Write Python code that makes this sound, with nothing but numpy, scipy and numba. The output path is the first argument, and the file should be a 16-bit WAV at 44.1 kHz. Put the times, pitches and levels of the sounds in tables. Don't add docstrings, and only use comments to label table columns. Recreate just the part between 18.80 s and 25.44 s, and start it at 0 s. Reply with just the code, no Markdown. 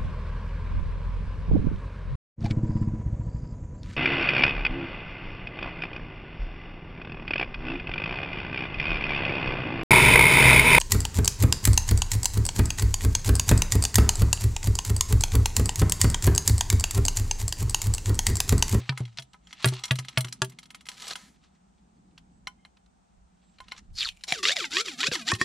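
import sys
import numpy as np
from scipy import signal
from scipy.fft import rfft, irfft
from scipy.io import wavfile
from scipy.ndimage import uniform_filter1d
from numba import njit

SR = 44100
rng = np.random.default_rng(int(sys.argv[2]) if len(sys.argv) > 2 else 0)


def generate_wav(sig):
    pcm = np.round(np.clip(np.atleast_2d(sig).T, -1, 1) * 32767).astype(np.int16)
    wavfile.write(sys.argv[1], SR, pcm)


def field_ratio(decibels):
    return 10 ** (np.asarray(decibels, dtype=float) / 20)


N = 292824

# time in s, pipe pitch in Hz, scrape of the next stroke in dB, attack in s.
STROKES = [(5.469, 1382, -32.5, 0.014), (5.625, 371.5, -26, .005), (5.748, 772.4, -35, 0.011),
           (5.889, 270.9, -30, 0.035), (6.037, 469.5, -37.5, 0.015), (6.169, 237, -29, 0.02),
           (6.301, 570, -35.5, 0.025), (6.445, 217.2, -28.5, 0.03), (6.534, 372, -32, 0.00005),
           (6.581, 357.4, -31, 0.0155), (6.66, 373.5, -60, 0)]
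# start in s, crack in dB, air push in dB,
# push length in ms, brittle treble in dB re crack.
RAMS = [(0.001, -26.5, -29.5, 4.76, -14.5), (0.093, -11, -18.5, 4.95, -24.5), (0.204, -28, -19, 4.95, -17),
        (0.386, -17, -37.5, 5.5, -22), (0.844, 5.5, -15, 2.3, -27), (0.8602, -20, -11.5, 4.36, -25),
        (0.922, -31, -26, 2.96, -17), (1.109, -2, -14, 5.1, -18.5), (1.188, -18, -28.5, 4.8, -10),
        (1.374, 7, -16, 5.2, -29.5), (1.447, -10.5, -31, 4.4, -20), (1.618, 1, -19.5, 2.7, -23.5),
        (5.523, -4.5, -50, 5.7, -17.5), (6.317, -8.5, -22, 3.17, -29), (6.515, -3, -61, 9.2, -18),
        (6.613, -2.5, -16.5, 4.66, -21)]
# start in s, peak in dB, tone in Hz.
SNAGS = [(5.191, -28, 5700), (5.207, -25, 4040), (5.214, -21, 3920), (5.22, -21, 3660),
         (5.225, -21.5, 3530), (5.273, -28, 3500), (5.631, -22, 2690), (5.6535, -2, 3020),
         (5.6595, -16, 3200), (5.673, -10.5, 3340), (5.686, -5, 3650), (5.6945, -8, 2600),
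         (5.702, -18, 5400), (5.7059, -13.5, 2280), (5.761, -21, 3070), (5.767, -10, 3480),
         (5.794, -22, 4000), (5.806, -18, 3120), (5.826, -23, 3200), (5.843, -14.5, 2440),
         (5.918, -40, 3020), (5.929, -21, 2870), (5.957, -43, 2310), (5.969, -3.5, 2970),
         (5.986, -24, 2130), (6, -17.5, 2480), (6.083, -18, 2530), (6.205, -29, 3500), (6.231, -8, 2740),
         (6.238, -12, 2130), (6.243, -13.5, 2930), (6.268, -13, 3600), (6.315, -18.5, 2530),
         (6.477, -20, 3440), (6.488, -20, 3020), (6.506, -21.5, 3060)]
# time in s, level in dB.
DRAW = [
    (2.09, -52),
    (2.16, -52.5),
    (2.27, -40),
    (2.325, -41),
    (2.345, -59),
    (2.37, -50),
    (2.48, -58.5),
    (2.56, -83),
]
# peak time in s, level in dB, rise in dB per s, fall in dB per s.
RUSTLE = [(.015, -46.5, 98, 167), (.2, -59, 57, 48), (.085, -47.5, 247, 910), (.75, -58.5, 130, 30),
          (.84, -42.5, 348.5, 899.5), (1.104, -50, 102, 900), (1.33, -59.5, 150, 147),
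          (1.371, -55, 499.5, 900), (.9, -46.5, 196, 44), (1.45, -61.5, 99.5, 35), (2.04, -66, 27, 900),
          (2.5, -71, 899.5, 23), (3.8, -87, 4, 13), (4.7, -76.5, 28.5, 16.5), (4.99, -55.5, 88, 698)]
# tone in Hz, level in dB, t60 in s.
STEEL = [(808, -8, 0.1413), (998, -2.5, 0.14), (1282, -3, 0.2), (1451, -2.5, 0.038), (2120, 7, 0.042),
         (2970, 0.5, 0.03), (3160, -10, 0.1), (3310, 2, 0.03), (4076, 7, 0.035), (5030, -17, 0.063),
         (5850, -13.5, 0.06), (5740, -0.5, 0.029), (6300, -26, 0.053), (6600, -13, 0.067),
         (7800, -5, 0.063), (7960, -17, 0.055)]


def amp_curve(table):
    s, db = np.transpose(table)
    return field_ratio(np.interp(np.arange(N) / SR, s, db, left=-200, right=-200))


def swells(rows, floor_db=-200):
    t = np.arange(N) / SR
    power = field_ratio(floor_db) ** 2
    for s, db, rise, fall in rows:
        power = power + field_ratio(db - np.maximum(rise * (s - t), fall * (t - s))) ** 2
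    return np.sqrt(power)


def unit(x):
    return x / np.sqrt(np.mean(x ** 2))


def band(x, lo_hz, hi_hz):
    edges_hz = [lo_hz, min(hi_hz, .45 * SR)]
    return signal.sosfilt(signal.butter(2, edges_hz, "bandpass", fs=SR, output="sos"), x)


def colour(x, spectrum):
    hz, db = np.transpose(spectrum)
    size = 8192
    bin_hz = np.fft.rfftfreq(size, 1 / SR)
    cep = irfft(np.log(field_ratio(np.interp(np.log(bin_hz + 1), np.log(hz), db))))
    cep[1:size // 2] *= 2
    cep[size // 2 + 1:] = 0
    return signal.fftconvolve(x, irfft(np.exp(rfft(cep))))[:len(x)]


def flicker(rate_hz, depth_db):
    k = int(SR / rate_hz)
    steps = np.repeat(rng.standard_normal(N // k + 1), k)
    return field_ratio(depth_db * unit(uniform_filter1d(steps, k)[:N]))


def ring_down(t, t60):
    return np.exp(-np.log(1000) * t / t60)


def add(track, s, sound):
    i = int(s * SR)
    track[i:i + len(sound)] += sound[:N - i]


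def rams():
    # frequency in Hz, level in dB per Hz.
    crack_spectrum = [(290, -42), (500, -1.5), (807, 4.5), (1820, 4.5), (4150, 3.5), (4870, -2),
                      (7210, -15.5), (12100, -35.5), (16000, -58.5)]
    cracks, brittle, pushes = np.zeros((3, N))
    t = np.arange(600) / SR
    for s, crack_db, push_db, push_ms, brittle_db in RAMS:
        splinter = rng.standard_normal((2, 600)) * np.exp(-t / 0.0014)
        add(cracks, s + .001, field_ratio(crack_db) * (.25 * splinter[0] + (t == 0)))
        add(brittle, s + .001, field_ratio(crack_db + brittle_db) * splinter[1])
        add(pushes, s, -field_ratio(push_db) * np.sin(np.pi * np.minimum(t * 1000 / push_ms, 1)) ** 2)
    cracks = field_ratio(-2) * band(colour(cracks, crack_spectrum), 230, 6800)
    brittle = field_ratio(5.5) * band(band(brittle, 5000, 9000), 4000, 11000)
    return cracks + brittle + band(pushes, 88, 5000)


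@njit
def pipe(x, lag, gain, damp, treble):
    y, soft = np.zeros(len(x)), 0.
    for i in range(len(x)):
        at = i - lag[i]
        j = int(np.floor(at))
        back = y[j] + (at - j) * (y[j + 1] - y[j]) if j >= 0 else 0.
        soft += damp[i] * (back - soft)
        y[i] = x[i] - gain[i] * (treble[i] * back + (1 - treble[i]) * soft)
    return y


def bore(x):
    # start in s, pipe pitch in Hz, sag in Hz per s.
    seated = [
        (0, 125.4, 87),
        (.09, 137.3, 122),
        (.2, 127, 107),
        (.38, 133.4, 33.5),
        (.84, 127.9, 21),
        (1.1, 128.1, -7.5),
        (1.372, 128.9, 48),
        (1.617, 127.2, -10.5),
    ]
    # time in s, pipe pitch in Hz.
    travel = [
        (2.05, 131),
        (2.201, 187),
        (2.301, 460),
        (2.362, 1570),
        (5.168, 4884),
        (5.222, 3080),
        (5.251, 1690),
        (5.28, 860),
        (5.32, 760),
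    ]
    loss_db, damp_hz = np.array([-1, -0.65]), np.array([1100, 2090])
    treble_share = np.array((0.34, 0.6))
    t = np.arange(N) / SR

    row = np.searchsorted(np.transpose(seated)[0], t, side="right") - 1
    s, hz, sag = np.transpose(seated)[:, row]
    seated_s = 1 / (hz - sag * np.minimum(t - s, .5))

    travel_at, travel_hz = np.transpose(travel)
    travel_s = np.interp(t, travel_at, 1 / travel_hz)

    turns, turn_hz = np.transpose(STROKES)[:2]
    count = np.arange(len(turns))
    stroke = np.interp(t, turns, count)
    eased = np.floor(stroke) + np.sin(np.pi / 2 * (stroke % 1)) ** 2
    swung_s = np.interp(eased, count, 1 / turn_hz)

    moving_s = np.where(t < turns[0], travel_s, np.maximum(travel_s, swung_s))
    period_s = np.where(t < travel_at[0], seated_s, moving_s)
    barrel = (t > 4).astype(int)
    damp = 1 - np.exp(-2 * np.pi * damp_hz[barrel] / SR)
    treble = treble_share[barrel]
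    trip = uniform_filter1d(SR / 2 * period_s, size=300)
    lag = np.maximum(trip - (1 - treble) * (1 - damp) / damp, 2.)
    return pipe(x + 1e-18, lag, field_ratio(loss_db)[barrel], damp, treble)


def clicks():
    # start in s, peak in dB, tone in Hz.
    blows = [(.092, -13, 2010), (0.0944, -9.5, 3560), (.386, -14.5, 3860), (.8445, -4, 3560),
             (0.858, -20, 2500), (.8583, -15.5, 1660), (1.1084, -10.5, 2840), (1.1099, -2.5, 2740),
             (1.3735, -8.5, 2440), (1.376, -8, 3460), (1.619, -15, 1850), (1.619, -7, 3630),
             (1.619, -7, 6400), (1.6204, -10, 6230), (5.523, -3.5, 2700), (6.519, -10, 1340),
             (6.614, -7.5, 1930), (0.924, -33.5, 900)]
    cycles = 2.13
    out, t = np.zeros(N), np.arange(600) / SR
    for s, peak_db, hz in blows + SNAGS:
        window = np.sin(np.pi * np.minimum(t * hz / cycles, 1)) ** 2
        add(out, s, field_ratio(peak_db + 0.5) * window * np.sin(2 * np.pi * hz * t))
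    return out


def stroking():
    turn_db, snag_swell_db, snag_swell_s = -55.5, 5.5, 0.023
    rows, t = [], np.arange(N) / SR
    for (start, hz, db, attack_s), (end, next_hz, *_) in zip(STROKES, STROKES[1:]):
        release_s, swell_db = (0.037, -4.5) if next_hz < hz else (0.028, 2.9)
        room = min(1, .9 * (end - start) / (attack_s + release_s))
        rows += [(start, turn_db),
                 (start + room * attack_s, db - swell_db / 2),
                 (end - room * release_s, db + swell_db / 2),
                 (end - 1 / SR, turn_db)]
    flare = sum((t > s) * np.exp(-np.abs(t - s) / snag_swell_s) for s, *_ in SNAGS)
    return amp_curve(rows) * field_ratio(snag_swell_db * (np.minimum(flare, 1) - .5))


def rubbing():
    # time in s, level in dB.
    entry = [
        (5.13, -85),
        (5.18, -36.5),
        (5.215, -32.5),
        (5.24, -37.5),
        (5.272, -36),
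        (5.335, -69.5),
        (5.355, -69.5),
        (5.46, -69),
    ]
    # frequency in Hz, level in dB per Hz.
    grit_spectrum = [(400, -25.5), (800, -22), (1200, -6.5), (1800, -5), (3300, -0.5), (5000, -4),
                     (7500, -7.5), (8500, -25), (14000, -57.5)]
    # time in s, tone in Hz.
    rim_pitch = [
        (5.16, 4700),
        (5.2, 4300),
        (5.225, 3500),
        (5.245, 3300),
        (5.25, 4600),
        (5.275, 3500),
        (5.33, 2600),
    ]
    entry_gain = amp_curve(entry)
    force = np.maximum(amp_curve(DRAW) + entry_gain, stroking())
    t = np.arange(N) / SR
    roughness = np.where(t > 3, 1, np.where(t > DRAW[5][0], .3, 1.5))
    grains = (flicker(900, 3) * flicker(120, 2.5)) ** roughness

    def grainy():
        return rng.standard_normal(N) * grains

    grit_out, grit_in = [unit(colour(grainy(), grit_spectrum)) * force for _ in range(2)]
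    hiss = unit(band(grainy(), 4500, 9840)) * force ** 0.6 * field_ratio(-28)
    drumming = unit(band(grainy(), 390, 1740)) * force * (t < 3) * field_ratio(-13)

    nap = flicker(300, 3) * flicker(40, 4)
    cloth = np.zeros(N)
    for hz, share in ((1100, 0.26), (2100, 0.42), (3300, 0.63), (5500, 0.32)):
        strip = band(band(rng.standard_normal(N) * nap, hz / 1.3, hz * 1.3), hz / 2, hz * 2)
        cloth += share * unit(strip) * flicker(30, 3.6)
    cloth *= swells(RUSTLE)

    squeal = np.sin(2 * np.pi * np.cumsum(np.interp(t, *np.transpose(rim_pitch))) / SR)
    squeal *= unit(band(grainy(), 52, 420))
    rim = band(grit_out, 3100, 5050) * field_ratio(-5) + squeal * entry_gain * field_ratio(7)
    return rim + grit_out * field_ratio(-11) + hiss + drumming + cloth, grit_in * field_ratio(-3)


def hum():
    return unit(band(rng.standard_normal(N), 130, 616)) * stroking() ** 0.47 * field_ratio(-39.5)


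def knock(wood_hz, tick_db, steel_db, modes):
    t = np.arange(5000) / SR
    chance = rng.standard_normal((2, len(modes), 1))
    hz, db, t60 = np.transpose(modes)[:, :, None]
    gain = field_ratio(.5 * db + 2.5 * chance[0] - 8 * np.abs(np.log2(hz / wood_hz)))
    decay = ring_down(t, np.minimum(t60, 0.079 * np.sqrt(1500 / hz)))
    tones = gain * decay * np.sin(2 * np.pi * hz * (1 + 0.0038 * chance[1]) * t)
    spot = .8 * gain.max() * ring_down(t, 0.019) * np.sin(2 * np.pi * wood_hz * t)
    tones = (tones.sum(axis=0) + spot) * (1 - np.exp(-t / 0.00021))

    rattle = rng.standard_normal((2, 5000)) * (1 - np.exp(-t / 0.0027))
    wood = rattle[0] * (np.exp(-t / 0.0026) + 0.05 * np.exp(-t / 0.011))
    wood = band(band(wood, wood_hz / 2.41, wood_hz * 2.2), wood_hz / 12, wood_hz * 1.7)
    tick = band(rattle[1] * (np.exp(-t / 0.0054) + .05 * np.exp(-t / .012)), 4600, 10000)
    parts = (wood, -6.5), (tick, tick_db + 3), (tones, steel_db)
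    return sum(field_ratio(part_db) * part / np.abs(part).max() for part, part_db in parts)


def knocks():
    # start in s, peak in dB, wood (or fitting) tone in Hz.
    lifts = [(.123, -35, 965), (.253, -33.5, 3250), (.278, -44, 2070), (.327, -51, 3030),
             (.373, -28.5, 3620), (.533, -39, 3730), (.543, -39, 1160), (.671, -39, 3250),
             (.708, -41.5, 2580), (.728, -26, 3010), (1.037, -16, 4414), (1.046, -24, 3816),
             (1.054, -23, 5560), (1.129, -34.5, 2296), (1.284, -23, 3480)]
    rattles = [(.175, -23, 2000), (.195, -36, 1590), (.228, -56, 850), (.395, -28.5, 3320),
               (.422, -34.5, 3800), (.874, -20, 2840), (.885, -18, 4200), (.936, -26.5, 3180),
               (.993, -37.5, 4060), (1.156, -25, 3800), (1.187, -20, 3150), (1.248, -34, 2550),
               (1.289, -33, 2180), (1.378, -23, 1770), (1.407, -21, 3500), (1.445, -25.5, 2800),
               (1.483, -31.5, 3080), (1.525, -22, 4964), (1.47, -38.5, 2500), (1.195, -26.5, 2215),
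               (1.08, -33.5, 3400), (1.327, -47, 2450), (.052, -51, 2030), (.825, -29, 3330),
               (1.645, -27, 2952), (5.631, -21, 3000), (6.334, -18, 3252), (6.355, -18, 2720),
               (6.549, -21.5, 3030), (6.597, -36, 2150)]
    grips = [(1.697, -38, 7800), (1.72, -43.5, 2140), (1.787, -29.5, 3560), (1.83, -39, 3500),
             (1.856, -42, 3560), (1.904, -33, 2660), (1.946, -30, 2560), (2.008, -39, 2830),
             (2.055, -37.5, 3130), (2.066, -34.5, 2560), (2.087, -19.5, 3480), (2.119, -41, 2930),
             (2.199, -34, 4000), (2.219, -29, 4260), (2.254, -30, 3200), (2.325, -52, 3400),
             (2.279, -23, 5400), (2.355, -22, 2670)]
    taps = [
        (3.671, -19.5, 2120),
        (3.85, -37, 2080),
        (4.803, -33, 1650),
        (4.919, -24, 2130),
        (4.949, -45, 1090),
    ]
    nudges = [
        (3.378, -33, 2820),
        (3.97, -46, 2658),
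        (4.061, -55, 3440),
        (4.785, -39.5, 2377),
        (4.883, -33.5, 2730),
        (5.409, -43, 3030),
        (5.437, -18.5, 4230),
    ]
    chinks = [
        (.856, -14, 9000),
        (.874, -24.5, 8500),
        (.884, -26.5, 10000),
        (1.1165, -25, 10000),
        (1.155, -33.5, 8700),
        (1.3805, -20.5, 9500),
        (1.407, -21, 8500),
        (1.646, -29, 8700),
    ]
    # tone in Hz, level in dB, t60 in s.
    muzzle = [(821, -8, 0.12), (1025, -3.5, 0.13), (1450, -11.5, 0.11), (2130, -19, .09), (2800, 6, 0.013),
              (3077, 4, .08), (4060, 27.5, 0.017), (5650, -2.5, .05), (7100, -7, .04)]
    fittings = [(7600, -9, 0.02), (8630, 0, .04), (8560, -4, .035), (9700, -6, .04), (10260, 2.5, .035),
                (11300, -6, .04), (12200, -15, .03)]
    # contacts, tick in dB, ring in dB, modes.
    kinds = [(lifts, -24.5, -2.5, STEEL), (rattles, -14.5, -2.7, STEEL), (grips, -13, -4.5, STEEL),
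             (taps, -22.5, -0.44, muzzle), (nudges, -27.5, -6, muzzle), (chinks, -30, -2.5, fittings)]
    out = np.zeros(N)
    for rows, tick_db, steel_db, modes in kinds:
        for s, peak_db, wood_hz in rows:
            add(out, s, field_ratio(peak_db) * knock(wood_hz, tick_db, steel_db, modes))
    return out


def singing():
    t, now = np.arange(4000) / SR, np.arange(N) / SR
    hz, db, t60 = np.transpose(STEEL)[:, :, None]
    ring = (field_ratio(.5 * db) * ring_down(t, t60) * np.sin(2 * np.pi * hz * t)).sum(axis=0)
    tones = unit(signal.fftconvolve(rng.standard_normal(N) * flicker(150, 4), ring)[:N])
    draw = amp_curve(DRAW)
    slide = np.sin(np.pi * np.clip((now - 3.765) / 0.096, 0, 1)) * field_ratio(-62)
    held = tones * (draw * field_ratio(-7) + swells(RUSTLE) * field_ratio(-9.5))
    slid = (band(tones, 2000, 2200) + .6 * band(tones, 2950, 3200)) * slide
    return held + slid + band(tones, 1010, 1180) * draw * field_ratio(-9)


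def jolts():
    # start in s, peak in dB, tone in Hz, t60 in s.
    butt = [
        (5.522, -34, 169, 0.05),
        (6.284, -30.5, 163, 0.066),
        (6.531, -22.5, 115.4, 0.096),
    ]
    out, t = np.zeros(N), np.arange(9000) / SR
    for s, _, push_db, *_ in RAMS:
        thud = band(rng.standard_normal(9000) * np.exp(-t / 0.013), 160, 650)
        add(out, s, 4 * field_ratio(push_db - 16) * thud)
    for s, peak_db, hz, t60 in butt:
        phase = 2 * np.pi * hz * t * (1 + 1.64 * np.exp(-t / 0.0043))
        add(out, s, field_ratio(peak_db + 4) * np.sin(phase) * ring_down(t, t60))
    return out


def yard():
    # frequency in Hz, level in dB per Hz.
    yard_spectrum = [(24, -33), (41, -16.5), (57, -3), (125, -30.5), (184, -6), (246, -29.5), (399, -30.5),
                     (573, -33.5), (748, -25.5), (1080, -34), (1270, -33.5), (1830, -39.5), (4480, -44.5),
                     (8600, -41.5), (10500, -69)]
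    # peak time in s, level in dB, rise in dB per s, fall in dB per s.
    cars = [
        (1.7, -53.5, 14, 77),
        (2.5, -60.5, 9.7, 44),
        (3.3, -58, 27.8, 19),
        (5.1, -60.5, 24, 59),
        (6.64, -51, 21.6, 10),
    ]
    gusts = [
        (3.55, -58, 62.1, 72),
        (4.38, -51, 340, 150),
        (4.82, -58.5, 299, 148),
        (5.03, -50, 200, 150.6),
        (5.11, -40.5, 252, 201),
        (5.24, -45, 201, 158.6),
    ]
    # start in s, end in s, from Hz, to Hz, level in dB.
    bird = [
        (.47, 0.565, 7450, 7800, -71),
        (0.634, 0.702, 6600, 7600, -62.5),
        (3.497, 3.62, 7750, 7800, -72.5),
        (4.6, 4.781, 7600, 7650, -68.5),
    ]
    t, sides = np.arange(N) / SR, np.array([[1], [-1]])
    mid, side = (colour(rng.standard_normal(N), yard_spectrum) for _ in range(2))
    scale = field_ratio(-70) / np.sqrt(np.mean(band(mid, 400, 16000) ** 2))
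    apart = 0.67 * band(side, 250, 16000) + .6 * band(side, 350, 1800)
    out = scale * (0.68 * mid * flicker(1.5, 0.45) + sides * apart)

    road = unit(band(band(rng.standard_normal(N), 140, 240), 89, 630))
    road *= swells(cars, -84.5) * flicker(14, 1)

    shared, left, right = (unit(band(band(rng.standard_normal(N), 18, 75), 15, 100)) for _ in range(3))
    wind = (.7 * shared + np.array([.3 * left, .8 * right])) * flicker(17, 3)

    for start, end, from_hz, to_hz, db in bird:
        part = np.clip((t - start) / (end - start), 0, 1)
        warble_hz = (from_hz + (to_hz - from_hz) * part) * flicker(300, .1)
        out[1] += field_ratio(db) * np.sin(np.pi * part) * np.sin(2 * np.pi * np.cumsum(warble_hz) / SR)
    return out + road + wind * swells(gusts, -79.5)


def scene():
    # frequency in Hz, level in dB.
    ports = [(200, -42), (700, -10.5), (1300, -11.5), (2400, -10.5), (4200, -20.5), (6000, -8.5),
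             (8500, 0.5), (12000, -4), (16000, -1)]
    clinks, tip, (outside, inside) = knocks(), clicks(), rubbing()
    in_bore = np.where(np.arange(N) < 4 * SR, 1, .65)
    driven = rams() + in_bore * tip + inside + hum() + 0.024 * band(clinks, 300, 7700)
    near = (1 - in_bore) * tip + bore(driven) + clinks + outside + jolts()

    t = np.arange(4000) / SR
    fade = np.exp(-t / np.array([[.012], [.009]])) + 0.06 * np.exp(-t / 0.047)
    echo, spread = (unit(x) / np.sqrt(len(t)) for x in rng.standard_normal((2, 4000)) * fade)
    mid = near + field_ratio(-15.5) * signal.fftconvolve(band(near, 690, 8500), echo)[:N]
    side = colour(signal.fftconvolve(near, spread)[:N], ports)
    return mid + np.array([[1], [-1]]) * (side + 0.02 * mid) + yard() + singing()


def band_limit(x):
    return signal.sosfilt(signal.butter(12, 16170, fs=SR, output="sos"), x)


def record(dry):
    heard = signal.sosfilt(signal.butter(1, 20, "highpass", fs=SR, output="sos"), dry)
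    heard = 0.83 * np.tanh(heard / 0.89)
    heard = signal.sosfilt(signal.ellip(8, .2, 60, 15500, fs=SR, output="sos"), heard)
    return band_limit(heard)


dry = scene()
out = record(dry)
generate_wav(out)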